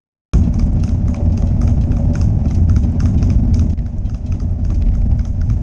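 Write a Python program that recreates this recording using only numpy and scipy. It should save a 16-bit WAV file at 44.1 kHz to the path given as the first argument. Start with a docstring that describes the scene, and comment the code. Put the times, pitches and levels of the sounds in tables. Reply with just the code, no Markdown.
"""A trotting horse ahead of a bicycle

Shod hooves land in close pairs on a tarmac lane, scuff the grit and echo between hedges and trees.
The bicycle behind carries the microphone, which the wind buffets. Its tyres hum and crackle on
the road, and its loose parts rattle over rough patches."""
import sys
import numpy as np
from scipy import signal
from scipy.fft import rfft, irfft
from scipy.io import wavfile
from scipy.ndimage import uniform_filter1d

SR = 44100
rng = np.random.default_rng(int(sys.argv[2]) if len(sys.argv) > 2 else 0)


def transcribe(u):
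    """Save the signal u as a 16-bit wav file named by the first command-line argument.

    u: samples, shape (n,) or (channels, n), limited to [-1, 1]; the rate is SR.
    q: integer samples, one column per channel.
    """
    v = np.clip(np.atleast_2d(u).T, -1, 1)
    q = np.round(v * 32767).astype(np.int16)
    wavfile.write(sys.argv[1], SR, q)


N = 247842


def gain_of(db):
    """Turns decibels into a number to multiply a sound by."""
    return 10 ** (np.asarray(db) / 20)


def at_level(x, db=0, first=None):
    """Sets the average (rms) level of a sound, judged on its first samples or on all of it."""
    return gain_of(db) * x / np.sqrt(np.mean(x[:first] ** 2) + 1e-20)


def tone_gain(points, hz):
    """The gain at each frequency, from a table of frequencies and levels."""
    known_hz, db = np.transpose(points)
    return gain_of(np.interp(np.log(hz + 1), np.log(known_hz + 1), db))


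def curve(points):
    """Joins points in time with straight lines, giving a value for every sample."""
    return np.interp(np.arange(N) / SR, *np.transpose(points))


def swells(rows):
    """The power of smooth swells, one for each (middle [s], length [s], level [dB])."""
    t = np.arange(N) / SR
    return sum(gain_of(db) ** 2 * np.exp(-2 * np.pi * ((t - s) / length) ** 2) for s, length, db in rows)


def add(mix, s, sound):
    """Mixes a sound in, starting at s seconds."""
    part = mix[round(s * SR):][:len(sound)]
    part += sound[:len(part)]


def noise(tone):
    """Steady noise with the given balance of low and high frequencies."""
    white = rfft(rng.standard_normal(N))
    return at_level(irfft(white * tone_gain(tone, np.fft.rfftfreq(N, 1 / SR)), N))


def wander(hz):
    """A random wobble of about size 1, no faster than about hz."""
    white = rfft(rng.standard_normal(N))
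    return at_level(irfft(white / (1 + (np.fft.rfftfreq(N, 1 / SR) / hz) ** 4), N))


def steadied(x, samples=5000):
    """Takes the slow swells out of a noise and keeps its quick lumps."""
    return x / np.sqrt(uniform_filter1d(x ** 2, samples) + 1e-9)


def ring(x, hz, *widths_hz):
    """Makes a sound ring at one pitch, once for each width; a narrow width rings longer."""
    for width in widths_hz:
        x = signal.lfilter(*signal.iirpeak(hz, hz / width, SR), x)
    return x


def burst(decay_s, rise_s, roughness):
    """The force of two things touching: a quickly dying crunch of uneven grains."""
    t = np.arange(4096) / SR
    grains = rng.standard_normal(len(t)) * np.exp(roughness * rng.standard_normal(len(t)))
    return grains * (1 - np.exp(-t / rise_s)) * np.exp(-t / decay_s)


# How strongly the air flows over the microphone: (time [s], level [dB])
AIRFLOW = [(0.35, 5), (0.45, 2.5), (0.56, 1), (0.75, 1.5), (1.0, -0.5), (1.55, 1.06), (2.2, 1), (2.65, 0.5),
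           (3.25, 2), (3.7, 0.5), (3.81, -5), (4.17, -5), (4.33, -3.5), (4.6, -3), (5.12, -2.5), (5.24, -4),
           (5.45, -4.5), (5.62, -3)]

def follow_airflow(db, slope=1, extra_power=0):
    """A gain that starts from db and moves by slope dB for each dB of airflow, plus any swells."""
    return np.sqrt(gain_of(db + slope * curve(AIRFLOW)) ** 2 + extra_power)


# The tone of each part of the wind: (frequency [Hz], relative level [dB])
GUST_TONE = [(8, -35.5), (20, -10.5), (30, -4), (40, 1.5), (50, 2.5), (62, -5.5), (90, -38.5), (200, -89)]
THUMP_TONE = [(35, -30.5), (60, 0), (75, 0), (85, 8), (94, -1.5), (106, -1.5), (130, -12.5), (200, -29.5),
              (400, -86.5)]
FLUTTER_TONE = [(80, -4.5), (135, 2.5), (165, 1.5), (195, -0.5), (220, 0.5), (243, 3.5), (275, -14.5),
                (310, -10), (345, -20), (400, -18), (470, -34), (1000, -38.5), (4000, -82)]
HISS_TONE = [(400, -5.5), (1000, -4), (1400, 3), (1900, 0), (2500, -0.5), (3300, -8.5), (4300, -11.5),
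             (5200, -5), (6500, -7), (7300, -17), (10000, -31), (12500, -51)]
# Slow gusts, then single hard buffets of air: (middle [s], length [s], level [dB])
GUSTS = [(0.68, .4, -13), (1.55, .35, -16), (1.98, .22, -13), (3.44, .18, -15), (4.01, .08, -15),
         (4.92, .36, -10), (5.42, .3, -17)]
BUFFETS = [(2.29, .14, -12), (2.7, .3, -12.5), (3.1, .12, -14), (3.34, .1, -12), (3.63, .15, -12),
           (4.31, .08, -18), (4.45, .1, -19), (4.8, .1, -16), (5.13, .12, -15), (5.48, .15, -12)]
# Lulls in which the buffeting drops away: (middle [s], length [s])
LULLS = [(.535, .05), (1.17, .07), (2.94, .09), (3.9, .1), (4.19, .13), (4.385, .04), (4.58, .07),
         (5.25, .06)]

def wind(eddies):
    """Swirls of air (eddies) hit the microphone, making it rumble, thump, flutter and hiss."""
    buffets = swells(BUFFETS)
    lull = swells((s, length, 0) for s, length in LULLS)
    gusts = steadied(noise(GUST_TONE)) * np.sqrt(gain_of(-18) ** 2 + swells(GUSTS))
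    thumps = steadied(noise(THUMP_TONE), samples=4400)
    thumps *= follow_airflow(db=-13.5, slope=0.88, extra_power=buffets)
    flutter = steadied(noise(FLUTTER_TONE) * gain_of(1.9 * eddies))
    flutter *= follow_airflow(db=-17.5, slope=1.39, extra_power=gain_of(-22.5) ** 2 * buffets)
    hiss = noise(HISS_TONE) * gain_of(2 * eddies) * follow_airflow(db=-54)
    surge_db = 1.5 * wander(hz=6.4)
    rumble = (gusts + thumps) * gain_of(surge_db - 8 * lull)
    return rumble + flutter * gain_of(-3 * lull) + hiss


# The tone of the tyres' roar: (frequency [Hz], relative level [dB])
ROAR_TONE = [(300, -7.5), (490, -3), (590, 0), (635, 4), (690, 0), (800, -3.5), (1000, -17), (1500, -30),
             (4000, -63.5)]
# Stretches of tarmac where the tyres get louder: (middle [s], length [s], singing [dB], roar [dB])
LOUD_STRETCHES = [(1.216, 0.22, -35, -34.5), (1.443, 0.095, -38, -34.5), (1.675, 0.2, -53, -34.5),
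                  (2.062, 0.27, -33, -35.5), (2.43, 0.18, -40.5, -38), (5.123, 0.035, -53, -32.5)]
# The note the tread sings: (time [s], pitch [Hz])
TREAD_PITCH = [(1.25, 573), (1.45, 557), (2.0, 560), (2.13, 581), (2.45, 573.5)]

def tyres(eddies):
    """The tyres' roar flutters with the air; the tread murmurs a note that clears on some stretches."""
    roar_power = swells((s, length, db) for s, length, _, db in LOUD_STRETCHES)
    singing_power = swells((s, length, db) for s, length, db, _ in LOUD_STRETCHES)
    roar = steadied(noise(ROAR_TONE) * gain_of(1.9 * eddies))
    roar *= follow_airflow(db=-39.5, extra_power=roar_power)
    murmur = steadied(ring(rng.standard_normal(N), 579, 26, 55), samples=3000)
    pitch_hz = curve(TREAD_PITCH) + 5 * wander(hz=25)
    note = np.sin(2 * np.pi * np.cumsum(pitch_hz) / SR)
    singing = at_level(note * gain_of(2 * wander(hz=20))) * np.sqrt(singing_power)
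    return roar + murmur * follow_airflow(db=-47) + singing


# A bit of grit flicked up by a wheel: (time [s], level [dB])
FLICKS = [(3.983, -50.5)]

def grit(grains_per_s=180, spread_db=9.5):
    """Fine grit crackles under the wheels, louder at speed, and one bit flies up with a bright tick."""
    sizes = gain_of(spread_db * np.minimum(rng.exponential(1, N), 4))
    grains = rng.standard_normal(N) * sizes * (rng.random(N) < grains_per_s / SR)
    crackle = ring(ring(grains, 6900, 2500), 7900, 4000)
    out = at_level(crackle) * follow_airflow(db=-73)
    for s, db in FLICKS:
        force = burst(decay_s=.0012, rise_s=.0003, roughness=.6)
        add(out, s, at_level(ring(force, 6200, 1200, 2000), db, first=176))
    return out


def jolt(start_s=3.781, hz=50, decay_s=.014, db=-3):
    """Entering a rough patch, the frame bounces once or twice and shakes the microphone."""
    out, t = np.zeros(N), np.arange(SR // 4) / SR
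    rise_and_fall = (t / decay_s * np.exp(1 - t / decay_s)) ** 2
    add(out, start_s, gain_of(db) * rise_and_fall * np.sin(2 * np.pi * hz * t))
    return out


# Knocks of the bicycle's loose parts: (time [s], level [dB], share of dry crack [0-1])
RATTLES = [(1.8385, -42, 0.4), (3.7345, -45, 0.7), (3.776, -45, 0), (3.79, -41.5, 0), (4.817, -45, 0),
           (4.8237, -38, 0.76), (4.855, -51, 0.6), (4.865, -45.5, 0.2), (4.873, -47.5, 0.1),
           (4.887, -40.5, 0.3), (4.918, -51, 0), (4.94, -44.5, 0.05), (5.018, -47, 0), (5.115, -45, 0.03)]
# The notes a loose part rings with: (pitch [Hz], width [Hz], relative level [dB])
RATTLE_NOTES = [(1350, 500, -3), (2100, 700, 0), (5150, 700, -5), (6400, 800, -12)]

def rattles():
    """Loose parts tick and crack close to the microphone, each a little different in pitch."""
    out = np.zeros(N)
    soften = signal.butter(4, 5600, fs=SR, output="sos")
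    tap = at_level(signal.unit_impulse(4096))
    for s, db, crack_share in RATTLES:
        force = .6 * tap + at_level(burst(decay_s=.0016, rise_s=.0004, roughness=.6))
        tuning = rng.uniform(.92, 1.06)
        notes = sum(gain_of(note_db) * ring(force, hz * tuning, width, 2 * width)
                    for hz, width, note_db in RATTLE_NOTES)
        tick, crack = signal.sosfilt(soften, [notes, ring(tap, 2000, 5000)])
        knock = (1 - crack_share) * at_level(tick) + crack_share * at_level(crack)
        add(out, s, at_level(knock, db, first=176))
    return out


# The tone of the echo within each band: (frequency [Hz], relative level [dB])
ECHO_TONE = [(400, -25.5), (1100, 11.5), (1400, 4), (1900, 2.5), (2600, -4), (3300, -6), (4300, -7.5),
             (5100, -1.5), (5700, -6), (6550, 10), (7100, -9), (8500, -16), (10000, -21), (12000, -27)]
# The echo's bands: (low edge [Hz], high edge [Hz], time to fade 60 dB [s], level against source [dB])
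ECHO_BANDS = [(850, 1880, 0.081, -5.5), (2030, 4210, 0.19, -7), (4460, 6330, 0.2, -5),
              (7140, 21700, 0.31, 3)]

def tree_echo(sound, rise_s=.013):
    """Countless leaves and trunks scatter each beat into a smooth wash that dies away band by band."""
    out, t, wash = np.zeros(N), np.arange(SR) / SR, noise(ECHO_TONE)
    for low_hz, high_hz, fade_s, db in ECHO_BANDS:
        band = signal.butter(5, [low_hz, high_hz], "band", fs=SR, output="sos")
        tail = gain_of(-60 * t / fade_s) ** 2 * (1 - np.exp(-t / rise_s))
        power = signal.fftconvolve(signal.sosfilt(band, sound) ** 2, tail / tail.sum())[:N]
        out += gain_of(db) * np.sqrt(abs(power)) * at_level(signal.sosfilt(band, wash))
    return out * gain_of(1.9 * wander(hz=160))


def roadside_echoes(sound, count=8, db=-26.5):
    """Separate echoes bounce off a cart, a fence and the nearest trunks, shifting as they pass."""
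    out, n = np.zeros(N), np.arange(N)
    for delay_s, drift in rng.uniform([.012, -.002], [.09, .002], (count, 2)):
        out += np.interp(n - delay_s * SR - drift * n, n, sound)
    return gain_of(db) * out


# Shoes brushing the road between beats: (time [s], scrape [dB], jingle [dB])
SCUFFS = [(0.433, -61, -50.5), (0.796, -61, -53.5), (1.32, -57, -58), (1.468, -58, -52),
          (1.809, -56, -50.5), (2.132, -54, -52), (2.479, -57, -52), (2.544, -49.5, -64), (2.831, -56, -50),
          (3.176, -58, -48), (3.695, -55.5, -54), (4.049, -67, -53), (4.259, -60, -52), (4.742, -53.5, -60)]
# The notes a lifted shoe rings with: (pitch [Hz], width [Hz], relative level [dB])
SHOE_NOTES = [(2560, 110, 0), (3160, 110, 0), (3900, 140, -1.5), (5250, 160, -5.5), (6200, 140, -4)]

def scuffs(beats, slide_lead_s=.0087, slide_db=-18):
    """A shoe slides on the grit just before landing; between beats it brushes the road and jingles."""
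    out = np.zeros(N)
    brushes = [(s, db) for s, db, _ in SCUFFS]
    slides = [(s - slide_lead_s, strike_db + slide_db) for s, *_, strike_db, _, _ in beats]
    for s, db in brushes + slides:
        force = burst(decay_s=.0084, rise_s=.0033, roughness=1)
        scrape = ring(ring(force, 2500, 1800), 2000, 2200)
        hiss = ring(ring(force, 4500, 1400), 5900, 1500)
        add(out, s, at_level(scrape, db, first=882) + at_level(hiss, db + 4.5, first=882))
    for s, _, db in SCUFFS:
        force = burst(decay_s=.012, rise_s=.0022, roughness=.97)
        tuning = rng.uniform(.95, 1.05)
        jingle = sum(at_level(ring(force, hz * tuning, width, 900), note_db, first=882)
                     for hz, width, note_db in SHOE_NOTES)
        add(out, s, at_level(jingle, db, first=882))
    return out


def rocking(blow, gap_s=(.0008, .0016), heel_strengths=(.55, .3)):
    """The shoe does not land flat: the first blow is followed by one from each heel."""
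    force = blow.copy()
    delays_s = np.cumsum(rng.uniform(*gap_s, len(heel_strengths)))
    for s, strength in zip(delays_s, heel_strengths):
        add(force, s, strength * at_level(burst(decay_s=.0003, rise_s=.00005, roughness=.5)))
    return force


def chink(force, hz):
    """Steel hits stone and rings with two bright notes."""
    notes = ring(force, 4910, 800) - 1.6 * ring(force, 6400, 290)
    return ring(ring(notes, hz, 3000), 5400, 5400) + 0.11 * force


# One row for each hoof landing: (time [s], clop pitch [Hz], clack pitch [Hz], chink pitch [Hz],
# clop level [dB], shoe strike level [dB], brightness [dB], crack against the strike [dB])
HOOFBEATS = [(0.335, 1130, 2440, 6340, -31.5, -34.5, 2.5, -3.5),
             (0.541, 1080, 2370, 5800, -43.5, -47.5, 3.5, -8),
             (0.595, 1130, 2260, 5300, -38.5, -39, 2, -17), (0.837, 1320, 2700, 5330, -40.5, -40, 3, -4),
             (0.878, 1400, 2540, 6510, -46, -47, -1, -8), (0.892, 1310, 2190, 6040, -48.5, -47.5, 3, 3),
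             (1.082, 1150, 2060, 6900, -39.5, -45, 0.5, -16),
             (1.1443, 1070, 2330, 6360, -36.5, -40.5, -2.5, -17),
             (1.3764, 1170, 2570, 4900, -46, -42.5, 2, -18), (1.423, 1120, 2000, 6700, -42.5, -48.5, 1, -1),
             (1.6152, 1250, 2100, 5740, -35.5, -42.5, 3, -10),
             (1.6771, 1280, 2340, 6330, -38.5, -40.5, 1, -8),
             (1.9183, 1420, 2580, 6370, -40.5, -46.5, -0.5, -9),
             (1.968, 1160, 2400, 6100, -41.5, -47.5, 2, -4), (2.154, 1430, 2440, 6380, -31, -39, 1, -14),
             (2.214, 1160, 2680, 5250, -40, -40.5, 4.5, -11.5),
             (2.4562, 1250, 2450, 5300, -44.5, -50, -1, -11),
             (2.51, 1190, 2090, 6300, -43.5, -43.5, 0, -2.5),
             (2.6958, 1340, 2470, 6140, -34, -44.5, 4, -12),
             (2.7629, 1340, 2300, 5670, -35.5, -40, 2.5, -3),
             (3.0035, 1385, 2710, 5430, -33, -39.5, 3.5, -18),
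             (3.057, 1165, 2280, 6450, -36, -40.5, 1.5, -4),
             (3.2276, 1320, 2530, 5600, -37, -39.5, 0.5, -5),
             (3.3023, 1210, 2340, 5060, -42, -40, -0.5, -8), (3.543, 1280, 2300, 5420, -53, -40, 4, -5),
             (3.594, 1260, 2470, 5800, -40.5, -43, 4, 1), (3.863, 1330, 2130, 5260, -47.5, -54, 0.5, -3),
             (4.0966, 1350, 2780, 5200, -46, -52, 3.5, -12),
             (4.1452, 1230, 2660, 5240, -46.5, -49.5, 1, -1.5),
             (4.322, 1290, 2520, 6070, -43, -44, -2, -15), (4.401, 1214, 1950, 4800, -44.5, -49, 2.5, -6),
             (4.65, 1510, 2560, 6400, -47, -48.5, 4, -15), (4.703, 1140, 2500, 6100, -39, -47, 0.5, -1.5),
             (4.952, 1290, 2050, 6200, -45, -50.5, 2, -11),
             (5.1932, 1440, 2140, 5060, -42, -47.5, -0.5, -4), (5.2519, 1310, 1970, 6230, -45, -48.5, 5, 1),
             (5.4147, 1445, 1900, 5460, -39, -47, 0.5, -7.5),
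             (5.5, 1210, 2340, 6270, -39.5, -44.5, 1.5, -7)]

def hooves(pre_tick_lead_s=(.005, .008)):
    """The hollow hoof clops while its shoe clacks, chinks and cracks on stone."""
    out = np.zeros(N)
    for s, clop_hz, clack_hz, chink_hz, clop_db, strike_db, bright_db, crack_db in HOOFBEATS:
        clack_db, chink_db = strike_db - bright_db, strike_db + bright_db
        blow = at_level(burst(decay_s=.0002, rise_s=.00005, roughness=.3))
        crunch = .3 * at_level(burst(decay_s=.0018, rise_s=.0012, roughness=.7))
        push = at_level(signal.unit_impulse(len(blow))) + crunch  # the horse's weight comes down
        strike = rocking(blow) + crunch
        crack = ring(ring(ring(strike, 3600, 2400), 4000, 3000), 3800, 5000)
        parts = [
            (ring(push, clop_hz, 230, 620, 1100), clop_db),
            (ring(push, 900, 550, 550), strike_db - 6),  # dull knock of the hoof's hard wall
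            (ring(push, clack_hz, 250, 1000, 1800), clack_db),
            (chink(strike, chink_hz), chink_db),
            (crack, strike_db + crack_db),
            # the cup of the hoof and the shoe ring on once they are pressed to the road
            (ring(push, clop_hz, 55, 220), clop_db - 13.5),
            (ring(push, clack_hz, 85, 340), clack_db - 13),
            (ring(push, chink_hz, 110, 440), chink_db - 6.5),
        ]
        for part, db in parts:
            add(out, s, at_level(part, db, first=353))
        # a faint bright tick comes just before each strike
        pre_tick = chink(burst(decay_s=.0007, rise_s=.0002, roughness=.7), chink_hz)
        add(out, s - rng.uniform(*pre_tick_lead_s), at_level(pre_tick, chink_db - 13, first=353))
    return out


def scene():
    """Mixes the horse and its echoes with the bicycle and the wind, in one channel."""
    steps, scrapes = hooves(), scuffs(HOOFBEATS)
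    echoes = roadside_echoes(steps) + tree_echo(steps + scrapes)
    bicycle = rattles() + jolt() + grit()
    eddies = wander(hz=46.7)  # wind and tyres flutter with the same lumps of air
    return (wind(eddies) + tyres(eddies) + bicycle + echoes + scrapes + steps)[None]


# The sound starts suddenly and later dips once, briefly: (time [s], level [dB])
VOLUME = [(0.3335, -90), (0.3345, 0), (3.736, 0), (3.742, -11), (3.772, -11), (3.778, 0)]
# How well the microphone hears low and high sounds: (frequency [Hz], level [dB])
MIC_TONE = [(20, -4), (9000, 0), (10500, -5), (12000, -15), (15000, -32.5)]

def record(dry, ceiling=1.35, cutoff_hz=15600):
    """The microphone gently squashes the biggest buffets, dulls the treble and cuts off the very top."""
    heard = ceiling * np.tanh(dry / ceiling) * gain_of(curve(VOLUME))
    hz = np.linspace(0, SR / 2, 257)
    dull_treble = signal.firwin2(255, hz, tone_gain(MIC_TONE, hz), fs=SR)
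    cut_top = signal.firwin(511, cutoff_hz, window=("kaiser", 9), fs=SR)
    heard = signal.oaconvolve(heard, dull_treble[None], "same")
    return signal.oaconvolve(heard, cut_top[None], "same")


dry = scene()
out = record(dry)
transcribe(out)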